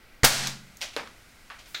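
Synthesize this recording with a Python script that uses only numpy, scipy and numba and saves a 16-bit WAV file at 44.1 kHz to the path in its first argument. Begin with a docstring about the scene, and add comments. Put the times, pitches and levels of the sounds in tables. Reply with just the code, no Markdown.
"""Air rifle and coconut

A coconut stands close to the microphone among walls that echo briefly, and an air rifle fires at it.
The pellet's crack and shell ring come just before the report, a puff and rush of air with a boom.
Filtered noise bursts make small ticks, some of them chips, and the rifle's action clacking and knocking.
The recorder overloads and its gain ducks, then recovers while the echo dies; behind lie rustle and rumble.
"""
import sys
import numpy as np
from scipy import signal
from scipy.fft import rfft, irfft, next_fast_len
from scipy.io import wavfile
from numba import njit

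SR = 44100
rng = np.random.default_rng(int(sys.argv[2]) if len(sys.argv) > 2 else 0)


def dump(signal):
    """Clip the signal to [-1, 1] and save it as 16-bit WAV at the path in sys.argv[1]."""
    limited = np.clip(np.atleast_2d(signal).T, -1, 1)
    pcm = np.round(limited * 32767).astype(np.int16)
    wavfile.write(sys.argv[1], SR, pcm)


N = 79380

# Spectrum levels are per Hz and relative: colour() evens out overall level, ambience() sets its own RMS.

# The coconut on its board, close by: one low bounce and the shell's ring: pitch_hz, level_db, t60_s
SHELL_MODES = [(117.5, -16, .04), (1390, -10, .005), (2013, -4.5, .008), (4480, -12, .01),
               (6800, -16, .012)]
# Spectrum of the crack: pitch_hz, level_db
CRACK_SPECTRUM = [(100, 7.5), (600, -4.5), (2000, -9), (5000, -7), (8000, -8), (16000, -30)]
STRIKE_S, STRIKE_DB, STRIKE_RISE_S = .2326, -38, .0016
# These three are relative to the strike, the echo to its crack
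CRACK_DB, THUMP_DB, CRACK_ECHO_DB = -1, -12, -2


def pellet():
    """The pellet cracks the shell, rings it and shoves the nut against its backing."""
    onset = np.minimum(clock() / STRIKE_RISE_S, 1) ** 2
    shell = unit(ring(SHELL_MODES) * onset)
    thump = undb(THUMP_DB) * push(peak_s=0.00071)
    contact = hit(STRIKE_S + STRIKE_RISE_S, CRACK_DB, fall_s=.012, echo_db=CRACK_ECHO_DB)
    crack = colour(contact, CRACK_SPECTRUM)
    return undb(STRIKE_DB) * (at(shell + thump, STRIKE_S) + crack)


# Spectrum of the escaping air: pitch_hz, level_db
AIR_SPECTRUM = [(25, 7.5), (55, -9.5), (105, 2.5), (160, -12.5), (230, 1.5), (300, -9), (700, 3),
                (1100, -1), (1500, 2), (2800, 0), (5000, 1.5), (8000, -2), (12000, -7.5), (16000, -8)]
# Narrow resonances the shot wakes in the space and the things in it: pitch_hz, level_db, t60_s
ROOM_MODES = [(135.9, -8.5, 0.58), (184, -26, 0.91), (212, -26, 0.95), (232, -18.5, 0.49), (525, -22, 0.29),
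              (727, -8, 0.14), (942, -20, 0.36), (1420, -11, 0.41), (1615, -14, 0.45), (1850, -12, 0.23)]
REPORT_S, REPORT_DB, BOOM_DB = .2408, -18.5, -4.5
AIR_RISE_S, AIR_FALL_S = 0.0087, 0.015
# Relative to the direct air
AIR_ECHO_DB, PUFF_DB = 9.5, -17


def report():
    """A puff and a rush of air from the muzzle; the space booms and the pressure swings slowly back."""
    t = clock()
    rise = np.minimum(t / AIR_RISE_S, 1)
    fall = np.exp(-np.maximum(t - AIR_RISE_S, 0) / AIR_FALL_S)
    rush = unit(rng.standard_normal(N) * rise * fall)
    echo = undb(AIR_ECHO_DB) * at(walls(), AIR_RISE_S / 2)
    air = colour(rush + echo, AIR_SPECTRUM)
    puff = undb(PUFF_DB) * push(peak_s=0.00035)
    blast = undb(REPORT_DB) * (air - puff)
    boom = undb(BOOM_DB) * ring(ROOM_MODES)
    swing = ring([(4.6, -5.5, 0.43)])  # pitch_hz, level_db, t60_s
    return at(blast + boom - swing, REPORT_S)


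# Small ticks after the shot, chips landing and lastly a duller tick of the action:
# start_s, level_db (before filtering), low_edge_hz, high_edge_hz
TICKS = [(0.4716, -47.5, 900, 13000), (0.7703, -66.5, 4900, 19200), (1.0735, -60, 790, 3500)]
# Spectrum of a tick: pitch_hz, level_db
TICK_SPECTRUM = [(200, -41), (1000, 11.5), (2000, 1.5), (4000, 6.5), (6500, 9.5), (10000, -1), (16000, 4.5)]


def ticks():
    """Small ticks after the shot: chips landing, and lastly a duller tick of the action."""
    bursts = sum(band(hit(start, db, fall_s=0.0019, echo_db=-5), low_hz, high_hz)
                 for start, db, low_hz, high_hz in TICKS)
    return colour(bursts, TICK_SPECTRUM)


# Clacks and a faint scrape of the action: start_s, level_db, fall_s (to 1/e)
CLACKS_AND_SCRAPE = [(0.8091, -65, 0.0024), (.8147, -53.5, .0015), (.8211, -56.5, 0.0016),
                     (0.827, -56, 0.0021), (.934, -70.5, 0.0087), (1.588, -69.5, 0.027),
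                     (1.657, -73.5, 0.018)]
# Spectrum of the clacks and scrape: pitch_hz, level_db
CLACK_SPECTRUM = [(100, -22.5), (450, -10.5), (610, 0), (850, -5.5), (1700, -5), (2400, 0), (3100, 0.5),
                  (4300, -2.5), (5800, -3.5), (8000, -11.5), (11000, -18), (16000, -24)]
# Ring of the cocking parts: pitch_hz, level_db, t60_s
LEVER_MODES = [(619, -3, 0.26), (2410, 4, 0.1), (3060, 5, 0.11)]
LEVER_DB = -11  # relative to the noise it goes with


def clacks_and_scrape():
    """Clacks and a faint scrape of the action: noise bursts, each with a ring of the cocking parts."""
    lever = undb(LEVER_DB) * unit(ring(LEVER_MODES))
    bursts = sum(hit(start, db, fall_s, echo_db=1.5) for start, db, fall_s in CLACKS_AND_SCRAPE)
    rings = sum(at(undb(db) * lever, start) for start, db, _ in CLACKS_AND_SCRAPE)
    return colour(bursts, CLACK_SPECTRUM) + rings


# Dull knocks as the action meets its stop:
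# start_s, level_db (before filtering), low_edge_hz, high_edge_hz, echo_db (relative to the contact)
KNOCKS = [(.9645, -46, 230, 11990, -0.5), (1.5012, -60, 930, 4170, 5.5)]
# Spectrum of a knock: pitch_hz, level_db
KNOCK_SPECTRUM = [(100, -0.5), (250, 0.5), (400, 0.5), (560, 3.5), (720, -1.5), (1300, 0), (2200, -2.5),
                  (3200, -8.5), (5000, -12), (8000, -22), (16000, -28.5)]
# The stock's short woody ring under a knock: pitch_hz, level_db, t60_s
STOCK_MODES = [(467, 4, 0.043), (722, -21.5, 0.038), (1320, -19, 0.0073), (1700, -4, 0.014),
               (2140, -6.5, 0.012)]
STOCK_DB = -6  # relative to its knock


def knocks():
    """The action meets its stop: a very short contact over the stock's woody ring."""
    stock = undb(STOCK_DB) * unit(ring(STOCK_MODES))
    total = np.zeros(N)
    for start, db, low_hz, high_hz, echo_db in KNOCKS:
        contact = colour(hit(start, db, fall_s=0.0011, echo_db=echo_db), KNOCK_SPECTRUM)
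        woody = at(undb(db) * stock, start)
        total += band(contact + woody, low_hz, high_hz)
    return total


# The catch snapping shut: start_s, level_db
SNAPS = [(1.7449, -53.5), (1.7485, -53)]
# Spectrum of the catch: pitch_hz, level_db
CATCH_SPECTRUM = [(150, -22.5), (750, -13), (1050, -18.5), (1350, -4), (2300, -2.5), (3000, -9.5),
                  (3600, 1.5), (4100, 0.5), (4900, -14), (7000, -14.5), (10000, -38), (16000, -29)]


def catch():
    """The catch snaps shut in short noisy contacts."""
    snaps = sum(hit(start, db, fall_s=0.0033, echo_db=0) for start, db in SNAPS)
    return colour(snaps, CATCH_SPECTRUM)


SLIDE_S, SLIDE_RISE_S, SLIDE_FALL_S = 1.665, .02, .25
SLIDE_DB, SLIDE_LOW_HZ = -53, 3500


def slide():
    """A faint slide of the action: treble noise that comes up quickly and dies away."""
    hiss = highpass(burst(SLIDE_FALL_S), SLIDE_LOW_HZ)
    rise = np.minimum(clock() / SLIDE_RISE_S, 1)
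    return at(undb(SLIDE_DB) * hiss * rise, SLIDE_S)


RUSTLE_S, RUSTLE_RISE_S, RUSTLE_DB = 0.35, 0.27, -57


def rustle():
    """A faint hiss of movement once the shot is over: band-limited noise that fades in and stays."""
    swell = np.clip((clock() - RUSTLE_S) / RUSTLE_RISE_S, 0, 1)
    hiss = band(rng.standard_normal(N), low_hz=490, high_hz=8750)
    return undb(RUSTLE_DB) * swell * hiss


# Spectrum of the quiet place: pitch_hz, level_db
AMBIENCE_SPECTRUM = [(12, -4.5), (20, -2.5), (210, -17.5), (241, -13.5), (337, -19.5), (367, -21),
                     (802, -22.5), (1030, -25.5), (1530, -17.5), (1760, -26.5), (1960, -17), (3160, -27.5),
                     (4540, -28.5), (6910, -36), (16000, -38)]
AMBIENCE_DB = -53.5  # RMS


def ambience():
    """Faint steady rumble and hiss: noise shaped in frequency."""
    gain = undb(lookup(AMBIENCE_SPECTRUM, np.fft.rfftfreq(N, 1 / SR)))
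    x = irfft(rfft(rng.standard_normal(N)) * gain, N)
    return undb(AMBIENCE_DB) * x / np.std(x)


# Echo of the walls: pitch_hz, t60_s (before the early emphasis)
WALL_T60 = [(60, 0.29), (220, 0.48), (500, 0.35), (1500, .38), (4000, 0.39), (8000, 0.34), (15000, 0.23)]
WALL_GAP_S, EARLY_S, EARLY_DB = .003, 0.06, -4


def walls():
    """Echo of the space: a stronger early part, then a tail in which each band dies at its own rate."""
    t = clock()
    log_hz = np.log(np.fft.rfftfreq(N, 1 / SR) + 1)
    noise = rfft(rng.standard_normal(N))
    centres = np.log([hz for hz, _ in WALL_T60])
    tail = np.zeros(N)
    for weight, (_, t60) in zip(np.eye(len(centres)), WALL_T60):
        one_band = irfft(noise * np.interp(log_hz, centres, weight), N)
        tail += one_band * decay(t, t60)
    early = 1 + undb(EARLY_DB) * np.exp(-t / EARLY_S)
    return at(unit(tail * early), WALL_GAP_S)


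def hit(start, db, fall_s, echo_db):
    """One noise burst followed by its echo off the walls."""
    direct = unit(burst(fall_s))
    echo = undb(echo_db) * walls()
    return at(undb(db) * (direct + echo), start)


def burst(fall_s):
    """Noise that falls to 1/e in the given time."""
    return rng.standard_normal(N) * np.exp(-clock() / fall_s)


def push(peak_s):
    """One smooth pulse of pressure that peaks after the given time."""
    u = clock() / peak_s
    return unit(u ** 2 * np.exp(-2 * u))


def decay(t, t60):
    """Exponential fall of 60 dB in t60 seconds."""
    return np.exp(-np.log(1000) * t / t60)


def ring(modes):
    """Decaying sines of a struck body."""
    t = clock()
    return sum(undb(db) * np.sin(2 * np.pi * hz * t) * decay(t, t60) for hz, db, t60 in modes)


def colour(x, points):
    """Causal minimum-phase filter with the given spectrum; white noise keeps its power."""
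    size = next_fast_len(N) * 2
    gain = undb(lookup(points, np.fft.rfftfreq(size, 1 / SR)))
    # Folding the cepstrum onto positive time makes the filter causal
    cepstrum = irfft(np.log(gain / np.sqrt(np.mean(gain ** 2))))
    cepstrum[1:size // 2] *= 2
    cepstrum[size // 2 + 1:] = 0
    return irfft(rfft(x, size) * np.exp(rfft(cepstrum)))[:N]


def highpass(x, hz):
    """Weaken what lies under hz."""
    return signal.sosfilt(signal.butter(3, hz, 'high', fs=SR, output='sos'), x)


def band(x, low_hz, high_hz):
    """Keep what lies between two edges."""
    lowpass = signal.butter(2, high_hz, fs=SR, output='sos')
    return signal.sosfilt(lowpass, highpass(x, low_hz))


def lookup(points, hz):
    """Read a table on a log-frequency axis."""
    f, v = np.array(points).T
    return np.interp(np.log(hz + 1e-9), np.log(f), v)


def undb(db):
    """Decibels to gain."""
    return 10 ** (np.asarray(db) / 20)


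def unit(x):
    """Scale to the energy of one second at an RMS of 1."""
    return x / np.sqrt(np.sum(x ** 2) / SR + 1e-20)


def clock():
    """Time of every sample in seconds."""
    return np.arange(N) / SR


def at(x, start):
    """Delay a sound to its starting time."""
    return np.concatenate([np.zeros(int(start * SR)), x])[:N]


def scene():
    """Strike, report, ticks and handling over the quiet background."""
    shot = pellet() + report()
    action = clacks_and_scrape() + knocks() + catch() + slide()
    return (shot + ticks() + action + rustle() + ambience())[None]


@njit
def duck(over, attack, hold, recover):
    """Gain reduction in dB: grows quickly with overload, holds, then shrinks at a steady rate."""
    out, cut, wait = np.empty(len(over)), 0., 0.
    for i in range(len(over)):
        if over[i] > cut:
            cut += (over[i] - cut) * (1 - np.exp(-1 / (attack * SR)))
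            wait = hold
        elif wait > 0:
            wait -= 1 / SR
        else:
            cut = max(cut - recover / SR, 0.)
        out[i] = cut
    return out


LIMIT_DB, ATTACK_S, HOLD_S, RECOVER_DB_PER_S = -8, 0.00044, 0.038, 130.5
CEILING, TOP_HZ = .53, 15800  # ceiling as a share of full scale


def record(dry):
    """The recorder ducks its gain under the shot, clips the peaks and cuts the top."""
    top = signal.ellip(10, .2, 80, TOP_HZ, fs=SR, output='sos')
    x = signal.sosfilt(top, dry[0])
    over_db = 20 * np.log10(np.abs(x) + 1e-9) - LIMIT_DB
    ducked = x * undb(-duck(over_db, ATTACK_S, HOLD_S, RECOVER_DB_PER_S))
    clipped = np.clip(ducked, -CEILING, CEILING)
    return signal.sosfiltfilt(top, clipped)[None]


dry = scene()
out = record(dry)
dump(out)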